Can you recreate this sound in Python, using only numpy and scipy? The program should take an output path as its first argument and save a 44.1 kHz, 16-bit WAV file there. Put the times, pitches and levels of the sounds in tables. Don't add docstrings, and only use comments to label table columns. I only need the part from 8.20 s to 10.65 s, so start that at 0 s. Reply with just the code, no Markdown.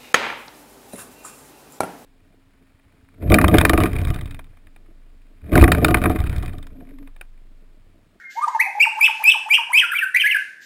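import sys
import numpy as np
from scipy import signal
from scipy.fft import rfft, irfft
from scipy.io import wavfile

SR = 44100
rng = np.random.default_rng(int(sys.argv[2]) if len(sys.argv) > 2 else 0)


def wrap_up_sound(samples):
    columns = np.atleast_2d(samples).T
    tamed = np.clip(columns, -1, 1)
    steps = np.round(tamed * 32767).astype(np.int16)
    wavfile.write(sys.argv[1], SR, steps)


def gain_from_decibels(decibels):
    exponent = np.asarray(decibels, float) / 20
    return 10 ** exponent


N = 108045
LEAD = SR // 4
TIME = np.arange(-LEAD, N) / SR

# (multiple of the pitch, level re whistle [dB])
OVERTONES = [(2, -23.5), (3, -30.5), (4, -43.5), (5, -37), (6, -37.5), (7, -36.5), (8, -42), (9, -56.5),
             (10, -61.5)]


def in_time(rows, column):
    rows = np.array(rows)
    return np.interp(TIME, rows[:, 0], rows[:, column])


def coloured(spectrum):
    hz, db = np.transpose(spectrum)
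    f = np.fft.rfftfreq(len(TIME), 1 / SR) + 1
    weight = gain_from_decibels(np.interp(np.log(f), np.log(hz), db, left=-90, right=-90))
    white = rng.standard_normal(len(TIME))
    x = irfft(rfft(white) * weight, len(TIME))
    return x / x.std()


def drift(cutoff_hz):
    low_pass = signal.butter(2, cutoff_hz, fs=SR, output="sos")
    x = signal.sosfiltfilt(low_pass, rng.standard_normal(len(TIME)))
    return x / x.std()


def murmur():
    # (frequency [Hz], relative density [dB])
    murmur_spectrum = [(18, -93), (30, -34), (277, -18.5), (1050, -30), (1410, -27), (1560, 1.5),
                       (1870, -6), (2920, -37), (3700, -43), (15600, -54)]
    return gain_from_decibels(-49) * coloured(murmur_spectrum)


def treble_noise():
    # (time [s], rms level [dB])
    treble_noise_course = [(0.0, -61), (.09, -70), (.11, -49), (.38, -55), (.6, -58), (1.0, -49.5),
                           (1.6, -66), (1.7, -75), (1.93, -65), (2.2, -52.5), (2.3, -58.5), (2.4, -67.5),
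                           (2.42, -52.5), (2.45, -50.5)]
    # (frequency [Hz], relative density [dB])
    treble_noise_spectrum = [(2000, -1), (4000, 1), (7000, -1.5), (10500, -24), (12000, -9), (15500, -18)]
    return gain_from_decibels(in_time(treble_noise_course, column=1)) * coloured(treble_noise_spectrum)


def far_whistle():
    # (time [s], pitch [Hz], level before the wavering [dB])
    far_course = [(0.0, 2195, -42), (.08, 2117, -33), (.14, 2110, -39), (.2, 2163, -30), (.27, 2160, -42),
                  (.33, 2120, -32), (.38, 2140, -40.5), (.5, 2136, -29), (.6, 2040, -57)]
    phase = 2 * np.pi * np.cumsum(in_time(far_course, column=1)) / SR
    fade = np.clip((far_course[-1][0] - TIME) * 20, 0, 1)
    waver = drift(cutoff_hz=23.3)
    return gain_from_decibels(in_time(far_course, column=2)) * fade * waver * np.sin(phase)


def room(x):
    # (frequency [Hz], time to fall 60 dB [s])
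    decay_times = [(700, 0.59), (1500, 0.54), (2500, 0.39), (4000, 0.39), (8000, 0.57), (14000, 0.1)]
    # (delay [s], level re direct sound [dB])
    wall_echoes = [(.05, -17.5)]
    tail_db, start_s, echo_smear_s = -7.5, 0.0013, 0.0038
    t = np.arange(SR) / SR
    hz, t60 = np.transpose(decay_times)
    tail = 0
    band_edges = 300 * 2 ** np.arange(0, 6.1, .5)
    for low, high in zip(band_edges, band_edges[1:]):
        band_pass = signal.butter(2, [low, high], "band", fs=SR, output="sos")
        band = signal.sosfilt(band_pass, rng.standard_normal(SR))
        band_t60 = np.interp(np.log(low * high) / 2, np.log(hz), t60)
        tail = tail + band * gain_from_decibels(-60 * t / band_t60)
    tail = tail * np.clip(t / start_s - 1, 0, 1)
    tail = gain_from_decibels(tail_db) * tail / np.sqrt(np.sum(tail ** 2))
    for delay, db in wall_echoes:
        burst = rng.standard_normal(SR) * np.exp(-((t - delay) / echo_smear_s) ** 2)
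        tail = tail + gain_from_decibels(db) * burst / np.sqrt(np.sum(burst ** 2))
    return signal.fftconvolve(x, tail)[:len(x)]


def buzz():
    # (start [s], end [s], added depth [0-1])
    buzz_spells = [(0.624, 0.626, 0), (0.846, .872, 0.43), (1.081, 1.128, 0.41), (1.331, 1.359, 0.37),
                   (1.586, 1.627, 0.46), (1.772, 1.791, 0.2), (1.94, 2.014, 0.33), (2.102, 2.111, 0.15)]
    grain = 0.063
    edge_s = 0.022
    pulse_hz, rate_spread = 210.7, 0.299
    depth = np.full(len(TIME), grain)
    for start, end, added in buzz_spells:
        depth += added * np.clip(np.minimum(TIME - start, end - TIME) / edge_s + .5, 0, 1)
    rate = pulse_hz * (1 + rate_spread * drift(cutoff_hz=62.2))
    pulses = np.sin(2 * np.pi * np.cumsum(rate) / SR)
    return depth, pulses, drift(cutoff_hz=269.0)


def whistle(notes, flicker, depth, pulses, shake):
    # (frequency [Hz], gain [dB])
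    overtone_response = [(1500, 2), (4000, -7), (7500, -5.5), (9000, 4), (12000, 3), (15500, -13.5)]
    edge_s = 0.00355
    flare_db, flare_octaves_per_s, slide_memory_hz = 21, 46.3, 17.8
    full_voice = 0.37
    rough_db = 1
    hiss_reference_hz, hiss_pitch_power = 2500, 0.5
    tone, drive = np.zeros(len(TIME)), np.zeros(len(TIME))
    memory = np.exp(-2 * np.pi * slide_memory_hz / SR)
    response_hz, response_db = np.transpose(overtone_response)
    for rows in notes:
        edge = np.clip(np.minimum(TIME - rows[0][0], rows[-1][0] - TIME) / edge_s + 1, 0, 1)
        on = edge > 0
        size = (np.sqrt(2) * edge * gain_from_decibels(in_time(rows, column=2)))[on]
        hz = in_time(rows, column=1)[on]
        slide = np.gradient(np.log2(hz)) * SR
        recent_slide = signal.lfilter([1 - memory], [1, -memory], slide)
        flare = np.clip(recent_slide / flare_octaves_per_s, 0, 1)
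        phase = 2 * np.pi * np.cumsum(hz) / SR + (depth * shake)[on]
        overtones = 0
        for (k, db), unsteady in zip(OVERTONES, flicker):
            level_db = db + np.interp(k * hz, response_hz, response_db) + rough_db * depth[on]
            if k >= 4:
                strength = gain_from_decibels(level_db + flare_db * flare)
            else:
                strength = gain_from_decibels(level_db) * size / full_voice
            audible = k * hz < SR / 2
            overtones = overtones + strength * unsteady[on] * np.sin(k * phase) * audible
        tone[on] += size * (1 + depth * pulses)[on] * (np.sin(phase) + overtones)
        drive[on] += size * (hz / hiss_reference_hz) ** hiss_pitch_power
    return tone, drive


def bird():
    # (time [s], pitch [Hz], rms level of the sine before buzz [dB])
    earlier_note = [
        [(-.2, 1910, -13), (-.17, 1643, -27.5), (-.14, 1393, -23.5), (-.12, 1490, -66)],
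    ]
    warble_notes = [
        [(.155, 720, -47.5), (.175, 913, -25.5), (.195, 946, -20.5), (.205, 930, -42)],
        [(.212, 1015, -27), (.225, 1179, -22.5), (.245, 1236, -17), (.258, 1065, -52)],
        [(.268, 730, -39.5), (.283, 958, -14.5), (.3, 1080, -33), (.312, 833, -44)],
        [(.342, 950, -43), (.35, 923, -15), (.358, 884, -18.5), (.366, 877, -18), (.372, 860, -45)],
        [(.45, 800, -47), (.47, 771, -29), (.495, 842, -31.5), (.505, 706, -41)],
    ]
    rising_side = [
        [(.393, 1650, -28), (.402, 1960, -11), (.411, 2220, -11), (.42, 2579, -20.5), (.427, 2550, -18)],
        [(.553, 800, -28), (.57, 829, -29.5), (.588, 844, -23)],
        [(.595, 2226, -38), (.601, 2558, -16), (.606, 2227, -9), (.62, 2467, -10.5), (.634, 2844, -10),
         (.642, 2625, -14), (.652, 1807, -29.5), (.662, 975, -32.5), (.675, 883, -17), (.69, 860, -35.5)],
        [(.758, 774.5, -42.5), (.775, 868, -28.5), (.79, 878, -21.5), (.8, 1521, -43.5), (.806, 2160, -34),
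         (.812, 2455, -13), (.816, 2294, -11), (.822, 2286, -18), (.83, 2454, -8.5), (.845, 2649, -9.5),
         (.862, 2620, -15.5), (.87, 2600, -41)],
        [(.998, 813, -34), (1.01, 901.4, -29), (1.022, 850, -26), (1.032, 1612, -48), (1.037, 2117, -30.5),
         (1.042, 2480, -13.5), (1.047, 2326, -25), (1.053, 2357, -12.5), (1.062, 2459, -12.5), (1.08, 2605, -8),
         (1.1, 2653, -7.5), (1.115, 2550, -34)],
        [(1.262, 806.5, -31), (1.272, 888, -31), (1.285, 857.5, -27.5), (1.294, 1582, -42.5),
         (1.302, 2202, -29), (1.31, 2313, -12.5), (1.33, 2449, -11), (1.342, 2585, -12.5), (1.354, 2895, -10),
         (1.362, 2776, -14.5)],
        [(1.495, 770, -37.5), (1.508, 971, -26), (1.518, 1000, -27), (1.527, 1740, -45), (1.534, 2121, -16),
         (1.55, 2357, -12), (1.57, 2523, -9.5), (1.58, 2672, -10.5), (1.586, 2584, -9)],
        [(1.716, 1464, -26), (1.721, 1720, -18.5), (1.728, 1555, -26.5), (1.736, 1360, -17.5),
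         (1.742, 1520, -22)],
        [(1.742, 1925, -29), (1.748, 2120, -25.5), (1.758, 2370, -21), (1.77, 2335, -18), (1.778, 2130, -31)],
        [(1.943, 1740, -27), (1.949, 1970, -10.5), (1.957, 1963, -20), (1.962, 2084, -9.5), (1.967, 2304, -14),
         (1.974, 2436, -11.5), (1.98, 2560, -36), (1.986, 2360, -17)],
        [(2.058, 1707, -17.5), (2.066, 2027, -14), (2.078, 2285, -16.5), (2.09, 2057, -24), (2.105, 2072, -17)],
    ]
    falling_side = [
        [(.848, 3290, -27.5), (.856, 3493, -25), (.866, 2788, -9.5), (.876, 1803, -30.5), (.888, 941, -30.5),
         (.9, 870, -21.5), (.91, 887, -35)],
        [(1.1, 3417, -18.5), (1.11, 3508, -27), (1.122, 2917, -7), (1.132, 2197, -49), (1.143, 1253, -35),
         (1.152, 923, -26), (1.165, 836, -27)],
        [(1.34, 2954, -9.5), (1.35, 3298, -21.5), (1.36, 2906, -27), (1.37, 2387, -26.5), (1.38, 1361, -34.5),
         (1.39, 916, -24), (1.408, 938, -27.5), (1.42, 892, -30.5)],
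        [(1.576, 3000, -16.5), (1.592, 3240, -16.5), (1.602, 2862, -9), (1.612, 2096, -24), (1.628, 1721, -23),
         (1.64, 1399, -19), (1.652, 1402, -23)],
        [(1.774, 3300, -33), (1.782, 3090, -30.5), (1.79, 2725, -15), (1.802, 2480, -29), (1.808, 2560, -27)],
        [(1.813, 1843, -25), (1.82, 1850, -20.5), (1.832, 1547, -17), (1.845, 1518, -17.5)],
        [(1.994, 2993, -37), (1.999, 2998, -22), (2.008, 3174, -15), (2.022, 2606, -15.5), (2.036, 2270, -23)],
        [(2.036, 1745, -29), (2.042, 1649, -15), (2.058, 1722, -13.5), (2.068, 1820, -53)],
        [(2.106, 3300, -37.5), (2.114, 2880, -15.5), (2.128, 2490, -19), (2.14, 2150, -24.5)],
        [(2.142, 1743, -30), (2.148, 1741, -12.5), (2.16, 1487, -21), (2.17, 1645, -14.5), (2.176, 1610, -50)],
    ]
    # (time [s], hiss rms re whistle peak amplitude at 2500 Hz [dB])
    airiness = [(0.0, -34), (.38, -39), (.42, -36), (.9, -28), (1.3, -32), (1.6, -29), (1.72, -17.5),
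                (1.9, -26.5), (2.2, -24), (2.45, -28)]
    # (frequency [Hz], relative density [dB])
    hiss_spectrum = [(3000, 6), (4000, -16.5), (6000, -32.5), (8000, -23), (9000, -3), (11000, -11),
                     (13000, -4.5), (15000, -5), (16000, -8)]
    flicker_db = 4
    flicker = [gain_from_decibels(flicker_db * drift(cutoff_hz=210.0)) for _ in OVERTONES]
    depth, pulses, shake = buzz()
    notes = earlier_note + warble_notes + rising_side + falling_side
    tone, drive = whistle(notes, flicker, depth, pulses, shake)
    hiss = drive * gain_from_decibels(in_time(airiness, column=1)) * coloured(hiss_spectrum)
    return tone + hiss


def scene():
    song = bird()
    mix = song + room(song) + far_whistle() + treble_noise() + murmur()
    return mix[None, LEAD:]


def microphone(dry):
    high_pass = signal.butter(4, 1400, "high", fs=SR, output="sos")
    even_order = gain_from_decibels(-29) * signal.sosfilt(high_pass, dry ** 2)
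    return np.tanh(dry) + even_order


def band_limit(x):
    return signal.sosfilt(signal.butter(12, 15760, fs=SR, output="sos"), x)


def record(dry):
    low_pass = signal.cheby2(18, 60, 15950, fs=SR, output="sos")
    finished = signal.sosfilt(low_pass, microphone(dry))
    return band_limit(finished)


dry = scene()
out = record(dry)
wrap_up_sound(out)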